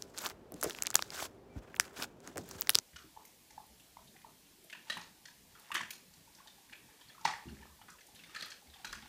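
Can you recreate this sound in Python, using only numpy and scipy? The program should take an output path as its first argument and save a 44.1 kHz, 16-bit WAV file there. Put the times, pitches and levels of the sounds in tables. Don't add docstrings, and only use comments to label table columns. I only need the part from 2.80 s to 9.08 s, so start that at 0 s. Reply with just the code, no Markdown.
import sys
import numpy as np
from scipy import signal
from scipy.fft import rfft, irfft
from scipy.io import wavfile
from scipy.ndimage import uniform_filter1d

SR = 44100
rng = np.random.default_rng(int(sys.argv[2]) if len(sys.argv) > 2 else 0)


def gain_from_db(level_db):
    decades = np.asarray(level_db, float) / 20
    return 10 ** decades


def output_pcm(signal):
    pcm = np.clip(np.atleast_2d(signal).T, -1, 1) * 32767
    wavfile.write(sys.argv[1], SR, np.round(pcm).astype(np.int16))


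N = 276948

# frequency_hz, density_db
HISS_SPECTRUM = [(24, -40), (38, 6.5), (61, -3), (182, 4.5), (430, -2.5), (717, -5.5), (889, -5),
                 (1330, -12), (1740, -8), (2100, -8), (4330, -6.5), (14100, -10.5), (15300, -11)]
# start_s, peak_db, pitch_hz
THUMPS = [(0.129, -56, 69.6), (0.168, -61.5, 74), (0.889, -61, 62), (3.377, -67, 98), (4.654, -51.5, 72),
          (4.697, -52, 68), (4.789, -55, 67.32), (4.892, -59.5, 71.5), (5.876, -58, 71), (6.079, -54, 38),
          (6.137, -57, 67), (6.218, -63, 63.4)]
# start_s, peak_db, pitch_hz
KNOCKS = [(0.13, -59, 167), (0.243, -53.5, 318), (0.266, -62, 184), (1.829, -61, 340), (2.096, -50.5, 219),
          (2.163, -47.5, 177.5), (2.92, -54.5, 208), (2.948, -49, 337), (3.004, -50.5, 223),
          (3.368, -59.5, 158), (4.45, -42.5, 163), (4.657, -45.5, 342), (4.673, -42, 228.6),
          (4.719, -43.5, 209), (4.802, -54, 234.4), (4.858, -56.5, 229.4), (5.55, -62, 230),
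          (5.62, -55, 194.6), (6.041, -58, 224), (6.118, -63, 157), (6.165, -51.5, 216),
          (6.224, -54.5, 241)]
BOARD_MODES = [130.5, 172.3, 218.3, 274.4, 340, 398.7]
# start_s, level_db
GRIND_SPELLS = [
    [(1.88, -94), (2.112, -40.5), (2.3, -58)],
    [(2.7, -58.5), (2.972, -47.5), (3.2, -88)],
    [(3.3, -64), (3.722, -59.5), (4.44, -56)],
    [(4.46, -33.5), (4.616, -54.5), (4.9, -58)],
    [(5.3, -63.5), (5.634, -42.5), (5.8, -73)],
    [(5.93, -52.5), (6.06, -52), (6.28, -48.5)],
]
# frequency_hz, density_db
CRUNCH_SPECTRUM = [(180, -46), (300, -17), (681, -7), (925, 2.5), (1300, -3.5), (1760, 0), (2170, -0.5),
                   (4260, -5), (14000, -18)]
# start_s, peak_db, centre_hz
SNAPS = [(0.163, -39, 5270), (0.451, -44, 6500), (0.706, -45, 5700), (0.998, -48, 8080), (1.899, -47, 6330),
         (2.0988, -38, 6460), (2.211, -36, 4870), (2.455, -36.5, 5400), (2.9446, -45, 6200),
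         (2.9536, -28, 6100), (3.011, -36, 5900), (3.1054, -31, 5200), (3.3368, -46, 6946),
         (3.5492, -43.5, 5650), (4.409, -45.5, 5560), (4.447, -32, 4000), (4.45, -22.5, 5000),
         (5.1, -41, 6500), (5.5483, -39, 5910), (5.606, -54, 4900), (5.7037, -36.5, 5430),
         (5.9434, -52, 5120), (6.0484, -35, 6200), (6.093, -48, 5050), (6.1273, -34, 5100)]
# start_s, peak_db, centre_hz
FIZZES = [(0.4503, -38.5, 12900), (0.8629, -46, 11300), (1.8397, -36.5, 12900), (2.169, -37, 8600),
          (2.7934, -38.5, 10600), (2.9163, -41, 9300), (2.9412, -26, 9300), (3.1047, -24, 14100),
          (3.109, -49, 10700), (5.2654, -43, 8100), (5.348, -43, 9400), (5.6565, -39, 9500),
          (6.0492, -43, 12000), (6.1265, -39.5, 9100)]
# pitch_hz, width_hz, level_db
BOWL_MODES = [(1766, 8.1, -2), (2320, 13, -10), (2710, 46, -10), (3260, 27, -3), (4160, 160, -8.5),
              (5714, 130, -14), (7260, 100, -16.5), (4830, 84, -26), (7940, 46, -39), (8360, 35, -33)]
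# start_s, peak_db, lower_ring_hz, upper_ring_hz
CLINKS = [(0.161, -42.5, 1480, 2940), (1.8995, -45.5, 2150, 3160), (1.9284, -39, 1800, 2630),
          (2.0997, -27.5, 1860, 3870), (2.172, -40.5, 1880, 2550), (2.455, -44, 1870, 4300),
          (2.9173, -33, 1880, 2570), (2.9447, -36.5, 1480, 3400), (2.9511, -25.5, 1840, 2960),
          (2.979, -60, 1670, 3170), (3.9265, -46, 1980, 2380), (4.298, -50.5, 1920, 3260),
          (4.6862, -56, 1420, 2854), (4.696, -53, 1570, 4240), (4.8158, -55, 1800, 2540),
          (5.016, -52.5, 1320, 2980), (5.1863, -54.5, 1720, 2570), (5.2082, -51.5, 2040, 5860),
          (5.4373, -45.5, 2160, 3460), (5.4943, -53.5, 1840, 2710), (5.5476, -40, 1780, 2460),
          (5.562, -36, 1760, 4040), (5.6241, -35.5, 1940, 4200), (5.6644, -45.5, 1340, 2450),
          (5.701, -51, 1530, 3130), (5.7174, -41, 1680, 4160), (5.8707, -57.5, 2170, 4470),
          (6.0468, -33.5, 1520, 3870), (6.2244, -49, 1440, 3300)]
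# start_s, peak_db, ring_hz, contact_ms
CLACKS = [(0.187, -54, 1290, 70), (0.4515, -55.5, 2120, 4.9), (0.705, -54, 2130, 10),
          (1.1706, -54.5, 2040, 7.4), (1.341, -62.5, 1760, 12), (1.363, -53.5, 2030, 12),
          (1.416, -58, 1900, 10), (2.485, -50, 1730, 4.08), (2.7525, -52.5, 1340, 16.1),
          (2.967, -31, 1880, 5), (3.0114, -35, 1800, 6.4), (3.032, -41, 1690, 8.7),
          (3.5862, -58.5, 1560, 16.2), (3.8974, -52, 1730, 7), (4.0974, -60.5, 1700, 23),
          (4.453, -26.5, 1920, 14.4), (4.537, -34.5, 1800, 4.4), (4.788, -56, 2170, 5.1),
          (4.8312, -56.5, 1800, 8.4), (5.084, -46.5, 1300, 20), (6.13, -35.5, 1550, 14)]
# start_s, peak_db, ring_hz
TICKS = [(0.133, -60, 1890), (0.998, -56, 2840), (1.275, -56, 3720), (2.082, -59, 2950),
         (3.3347, -54, 4520), (3.6737, -46.5, 3610), (3.9303, -45.5, 2360), (4.212, -51, 3320),
         (4.2858, -53, 4260), (5.3483, -56, 3050), (5.3584, -50.5, 3750), (5.393, -50.5, 2620),
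         (5.597, -44, 4150), (5.9, -53, 3720), (5.94, -48, 3460), (6.15, -51, 2710), (6.1677, -59, 2630),
         (4.4544, -39, 2750), (4.553, -59, 2700), (2.115, -56, 4200), (6.094, -50, 4000),
         (6.113, -54, 4050)]
# start_s, peak_db, ring_hz, contact_ms
PRICKS = [(2.955, -29, 2050, 1.6), (3.1078, -37.5, 2580, 8.3), (5.6101, -34.5, 3800, 5.6),
          (5.6251, -37.5, 4700, 3), (5.7046, -45, 4970, 3), (2.178, -52, 2600, 3.4), (2.215, -51, 2900, 4),
          (3.034, -40, 2650, 3.8), (2.9445, -37, 3000, 1.6), (5.718, -47, 2470, 1.1),
          (6.1285, -38.5, 4760, 2.5), (4.769, -56, 1900, 6)]
# start_s, peak_db, cavity_hz, length_ms
POPS = [(0.365, -50, 894, 10), (0.374, -41.5, 890, 5.1), (0.78, -38, 853, 6.6), (1.171, -41.5, 930, 4),
        (1.447, -44, 935, 6.9), (1.95, -51.5, 980, 6.3), (2.099, -44, 1245, 11), (2.171, -36, 996, 4),
        (2.9065, -39.5, 945, 4.9), (2.918, -34.5, 1180, 7.3), (2.9525, -28.5, 1170, 3),
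        (2.9675, -33, 1090, 3.1), (3.008, -36.5, 1010, 6.3), (3.604, -52, 1090, 7.6),
        (4.382, -48.5, 1080, 5), (4.4535, -18.5, 898, 7.1), (4.857, -45, 915, 1.6),
        (5.016, -49.5, 840, 4.4), (5.086, -55, 1550, 4), (5.55, -54, 1270, 9.8), (5.561, -43.5, 1310, 9.3),
        (5.636, -46.5, 1260, 8.3), (6.045, -46.5, 890, 9.5), (6.13, -42, 1140, 3.7), (6.259, -50, 840, 6.8)]
# start_s, peak_db, cavity_hz
MUMBLES = [(0.707, -58, 880), (1.186, -58.5, 677), (1.25, -63, 645), (1.462, -60.5, 675),
           (1.355, -58.5, 790), (1.844, -61, 660), (2.071, -57, 910), (2.181, -45, 884), (2.486, -62, 985),
           (3.476, -58.5, 930), (3.586, -60, 910), (3.661, -57, 886), (3.782, -59, 830),
           (3.922, -59.5, 873), (4.088, -61, 886), (4.214, -60, 990), (4.348, -56, 1290), (4.806, -62, 890),
           (4.824, -54, 928), (5.151, -62, 1025), (5.286, -60, 858), (5.496, -58.5, 1270),
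           (5.822, -58.5, 840), (5.958, -57, 820), (5.999, -56.5, 775), (6.227, -56, 840),
           (4.393, -57, 1340), (4.412, -54, 910), (4.427, -56, 910), (4.441, -54, 880), (4.597, -63, 890),
           (4.64, -60, 847), (5.094, -59, 1215), (2.782, -60, 1280), (5.605, -48, 1600), (6.069, -57, 1490),
           (6.095, -50, 1510), (4.684, -55, 2850), (4.828, -53.5, 1800), (4.868, -60.5, 1250),
           (4.9, -60, 1010), (4.92, -62, 1170), (4.768, -62, 1800), (2.083, -56, 930), (4.991, -59, 920)]
# frequency_hz, t60_s
KITCHEN_DECAY = [(300, 0.93), (900, 0.24), (2000, 0.34), (5000, 0.29), (10000, 0.25), (15000, 0.083)]

HISS_DB = -64
THUMP_T60_S, KNOCK_T60_S = 0.2, 0.22
SNAP_OCTAVES, SNAP_MS = 0.49, 10
FIZZ_OCTAVES, FIZZ_MS = 0.77, 13.5
STRIKE = 8.4
CLINK_UPPER_DB, CLINK_MS = -3.5, 13.6
CLACK_UPPER_DB, CLACK_RATIO = -32, 1.6
TICK_UPPER_DB, TICK_LOW_HZ, TICK_MS = 4.5, 1800, 15
MUMBLE_MS = 11.7
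HALL_DB, HALL_T60_S = -14.5, 0.7
FLUTTER_S, SCATTER_S, FLUTTER_DB, BOUNCE_DB = 0.0245, 0.0015, -22.5, -4.0
EDGE_HZ, LOW_CUT_HZ = 15360, 36


def evened(x):
    return x / np.sqrt(np.mean(x ** 2) + 1e-20)


def read(points, hz):
    f, value = np.transpose(points)
    return np.interp(np.log(hz + 1), np.log(f + 1), value)


def follow(tables):
    t = np.arange(N) / SR
    gain = np.zeros(N)
    for rows in map(np.array, tables):
        gain += gain_from_db(np.interp(t, rows[:, 0], rows[:, 1], -150, -150))
    return uniform_filter1d(gain, 200)


def add(mix, s, db, sound):
    part = mix[..., round(s * SR):][..., :sound.shape[-1]]
    peak = abs(np.atleast_2d(sound)[0]).max()
    part += gain_from_db(db) * sound[..., :part.shape[-1]] / peak


def resonate(x, hz, width):
    r = np.exp(-np.pi * width / SR)
    poles = [2, -4 * r * np.cos(2 * np.pi * hz / SR), 2 * r * r]
    return signal.lfilter([1 - r * r, 0, r * r - 1], poles, x)


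def contact(ms, rise):
    u = np.arange(2048) / SR / (ms / 1000)
    release = np.exp(-0.8 * u - u ** 3) + 0.15 * np.exp(-u)
    return (1 - np.exp(-u / rise)) ** 2 * release


def hiss():
    frames, hz = N // 256 + 5, np.fft.rfftfreq(1024, 1 / SR)
    a, b, patches = rng.standard_normal((frames, 513, 3)).T
    patches = evened(uniform_filter1d(uniform_filter1d(patches, 5, 0), 10, 1))
    lumps_db = 0.9 + 2.2 / (1 + (hz / 1200) ** 2)
    level_db = read(HISS_SPECTRUM, hz)[:, None] + lumps_db[:, None] * patches
    noise = signal.istft((a + 1j * b) * gain_from_db(level_db), nperseg=1024, noverlap=768)[1][:N]
    return gain_from_db(HISS_DB + 1.5) * evened(noise)


def boards():
    out, t = np.zeros(N), np.arange(SR // 2) / SR
    rows = [(*row, THUMP_T60_S, 0) for row in THUMPS]
    rows += [(*row, KNOCK_T60_S, 0.47) for row in KNOCKS]
    for (s, db, hz, t60, neighbours), chance in zip(rows, rng.random((len(rows), 13))):
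        tone = np.sin(2 * np.pi * (hz * t + chance[0]))
        for f, phase, luck in zip(BOARD_MODES, chance[1:7], chance[7:]):
            mode_hz = f * (0.85 + 0.182 * luck)
            mode = np.sin(2 * np.pi * (mode_hz * t + phase))
            tone += neighbours * gain_from_db(-0.12 * f * t) * mode
        push = (1 - np.exp(-t * hz)) ** 2
        add(out, s - 0.004, db, tone * push * gain_from_db(-60 * t / t60))
    return out


def grind():
    out, hz = np.zeros(N), np.fft.rfftfreq(N, 1 / SR)
    for f in np.geomspace(700, 9000, num=12):
        size = gain_from_db(3.0 * np.minimum(rng.exponential(1, N), 4)) * rng.choice([-1, 1], N)
        cracks = size * (rng.random(N) < 160 / SR)
        out += evened(resonate(cracks, f, 0.18 * f)) * np.sqrt(f)
    coloured = irfft(rfft(out) * gain_from_db(read(CRUNCH_SPECTRUM, hz)), N)
    return follow(GRIND_SPELLS) * gain_from_db(-14) * evened(coloured)


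def snaps():
    out, hz = np.zeros(N), np.fft.rfftfreq(2048, 1 / SR) + 1
    rows = [(*row, SNAP_OCTAVES, SNAP_MS) for row in SNAPS]
    rows += [(*row, FIZZ_OCTAVES, FIZZ_MS) for row in FIZZES]
    for (s, db, centre_hz, octaves, ms), g in zip(rows, rng.standard_normal((len(rows), 2048))):
        colour = gain_from_db(-6 * (np.log2(hz / centre_hz) / octaves) ** 2)
        crackle = irfft(rfft(g * abs(g)) * colour)
        add(out, s - 0.001, db - 4.5, crackle * contact(ms, 0.15))
    return out


def clinks():
    out = np.zeros((4, N))
    hits = [(*row, CLINK_UPPER_DB, CLINK_MS) for row in CLINKS]
    hits += [(s, db, hz, CLACK_RATIO * hz, CLACK_UPPER_DB, ms) for s, db, hz, ms in CLACKS]
    hits += [(s, db, TICK_LOW_HZ, hz, TICK_UPPER_DB, TICK_MS) for s, db, hz in TICKS]
    hits += [(s, db, TICK_LOW_HZ, hz, TICK_UPPER_DB, ms) for s, db, hz, ms in PRICKS]
    grit = rng.standard_normal((len(hits), 3, 2048))
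    luck = rng.standard_normal((len(hits), len(BOWL_MODES)))
    for (s, db, low_hz, high_hz, high_db, ms), g, chance in zip(hits, grit, luck):
        force = g * np.sqrt(abs(g)) * contact(ms, 0.06)
        force[:, 30] += STRIKE
        upper = min(gain_from_db(2 * high_db), 0.97)
        low = evened(resonate(resonate(force, low_hz, 200), low_hz, 1950)) * np.sqrt(1 - upper)
        high = evened(resonate(resonate(force, high_hz, 330), high_hz, 1015)) * np.sqrt(upper)
        centre_hz = low_hz * (high_hz / low_hz) ** upper
        near = np.zeros_like(force)
        for (f, width, level_db), c in zip(BOWL_MODES, chance):
            mode_db = level_db + 2.0 * c - 1.2 * np.log2(f / centre_hz) ** 2
            near += gain_from_db(mode_db) * resonate(force, f, width + 170)
        crack = resonate(force, centre_hz, 0.82 * centre_hz)
        crack = evened(resonate(crack, centre_hz, 0.7 * centre_hz))
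        thud = evened(resonate(force, 674, 200))
        rest = 0.5 * evened(near) + 0.13 * thud
        direct = (low + high + rest + 0.5 * crack)[0]
        walls = 0.9 * low + 0.98 * high + rest + 0.74 * crack
        add(out, s - 0.001, db + 2.5, np.vstack([direct, walls]))
    return out


def pops():
    out, t = np.zeros((2, N)), np.arange(2048) / SR
    rows = [*POPS] + [(*row, MUMBLE_MS) for row in MUMBLES]
    for (s, db, hz, ms), chance in zip(rows, rng.random((len(rows), 6))):
        turns = hz * t * (1.02 - 2.9 * t)
        u = t * 1000 / ms
        phase = 2 * np.pi * (turns + chance[0])
        tone = np.sin(phase) + 0.087 * np.sin(2 * phase)
        blur = (0.15 + 0.2 * chance[1]) * np.sin(2 * np.pi * (0.92 * turns + chance[2]))
        blur += (0.39 + 0.24 * chance[3]) * np.sin(2 * np.pi * (1.3 * turns + chance[4]))
        swell = (1 - np.exp(-u / 0.17)) ** 2 * np.exp(-1.2 * u ** 2)
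        add(out, s - 0.002, db, (tone + np.outer([0.15, 1], blur)) * swell)
    return out


def kitchen(mouth, metal, rest):
    size, out = SR // 2, np.zeros(N)
    t, late = np.arange(N) / SR, np.arange(size) / SR
    for k in range(3):
        taps = np.zeros(size)
        at = np.arange(200, size - 20, 20) + rng.integers(0, 20, (size - 201) // 20)
        g = rng.standard_normal(len(at))
        taps[at] = g * abs(g)
        taps *= 1 - np.exp(-(late / 0.012) ** 2) + 0.5 * np.exp(-((late - 0.024) / 0.004) ** 2)
        hz, frames, z = signal.stft(taps, SR, nperseg=256)
        hz = hz[:, None]
        decay = gain_from_db(-60 * frames / read(KITCHEN_DECAY, hz))
        decay = decay + gain_from_db(HALL_DB - hz / 500 - 60 * frames / HALL_T60_S)
        tail = signal.istft(z * decay, SR, nperseg=256)[1]
        share = np.sqrt(2 / 3) * np.cos(2 * np.pi * (t / 0.7 + k / 3))
        sent = (mouth + rest) * share + metal[k] / np.sqrt(3)
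        out += signal.fftconvolve(sent, tail / np.linalg.norm(tail))[:N]
    return out


def flutter(x):
    taps = np.zeros(SR // 4)
    for k, (spot, sign) in enumerate(rng.random((6, 2, 4))):
        at = ((k + 1) * (FLUTTER_S + SCATTER_S * (spot - 0.5)) * SR).astype(int)
        taps[at] = np.sign(sign - 0.5) * gain_from_db(FLUTTER_DB + k * BOUNCE_DB)
    return signal.oaconvolve(x, taps)[:N]


def scene():
    mouth, metal, crackle = pops(), clinks(), snaps() + grind()
    floor = boards() + hiss()
    direct = mouth[0] + metal[0] + crackle
    room = kitchen(gain_from_db(-10.0) * mouth[1], gain_from_db(-8.5) * metal[1:], gain_from_db(-5.0) * crackle)
    room += flutter(direct)
    return (direct + room + floor)[None]


def band_limit(x):
    return signal.sosfilt(signal.butter(12, 16120, fs=SR, output="sos"), x)


def record(dry):
    lowpass = signal.firwin(511, EDGE_HZ, window=("kaiser", 5), fs=SR)
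    x = signal.oaconvolve(dry, lowpass[None], "same")
    x = signal.lfilter(*signal.butter(2, LOW_CUT_HZ, "high", fs=SR), x)
    return band_limit(x)


dry = scene()
out = record(dry)
output_pcm(out)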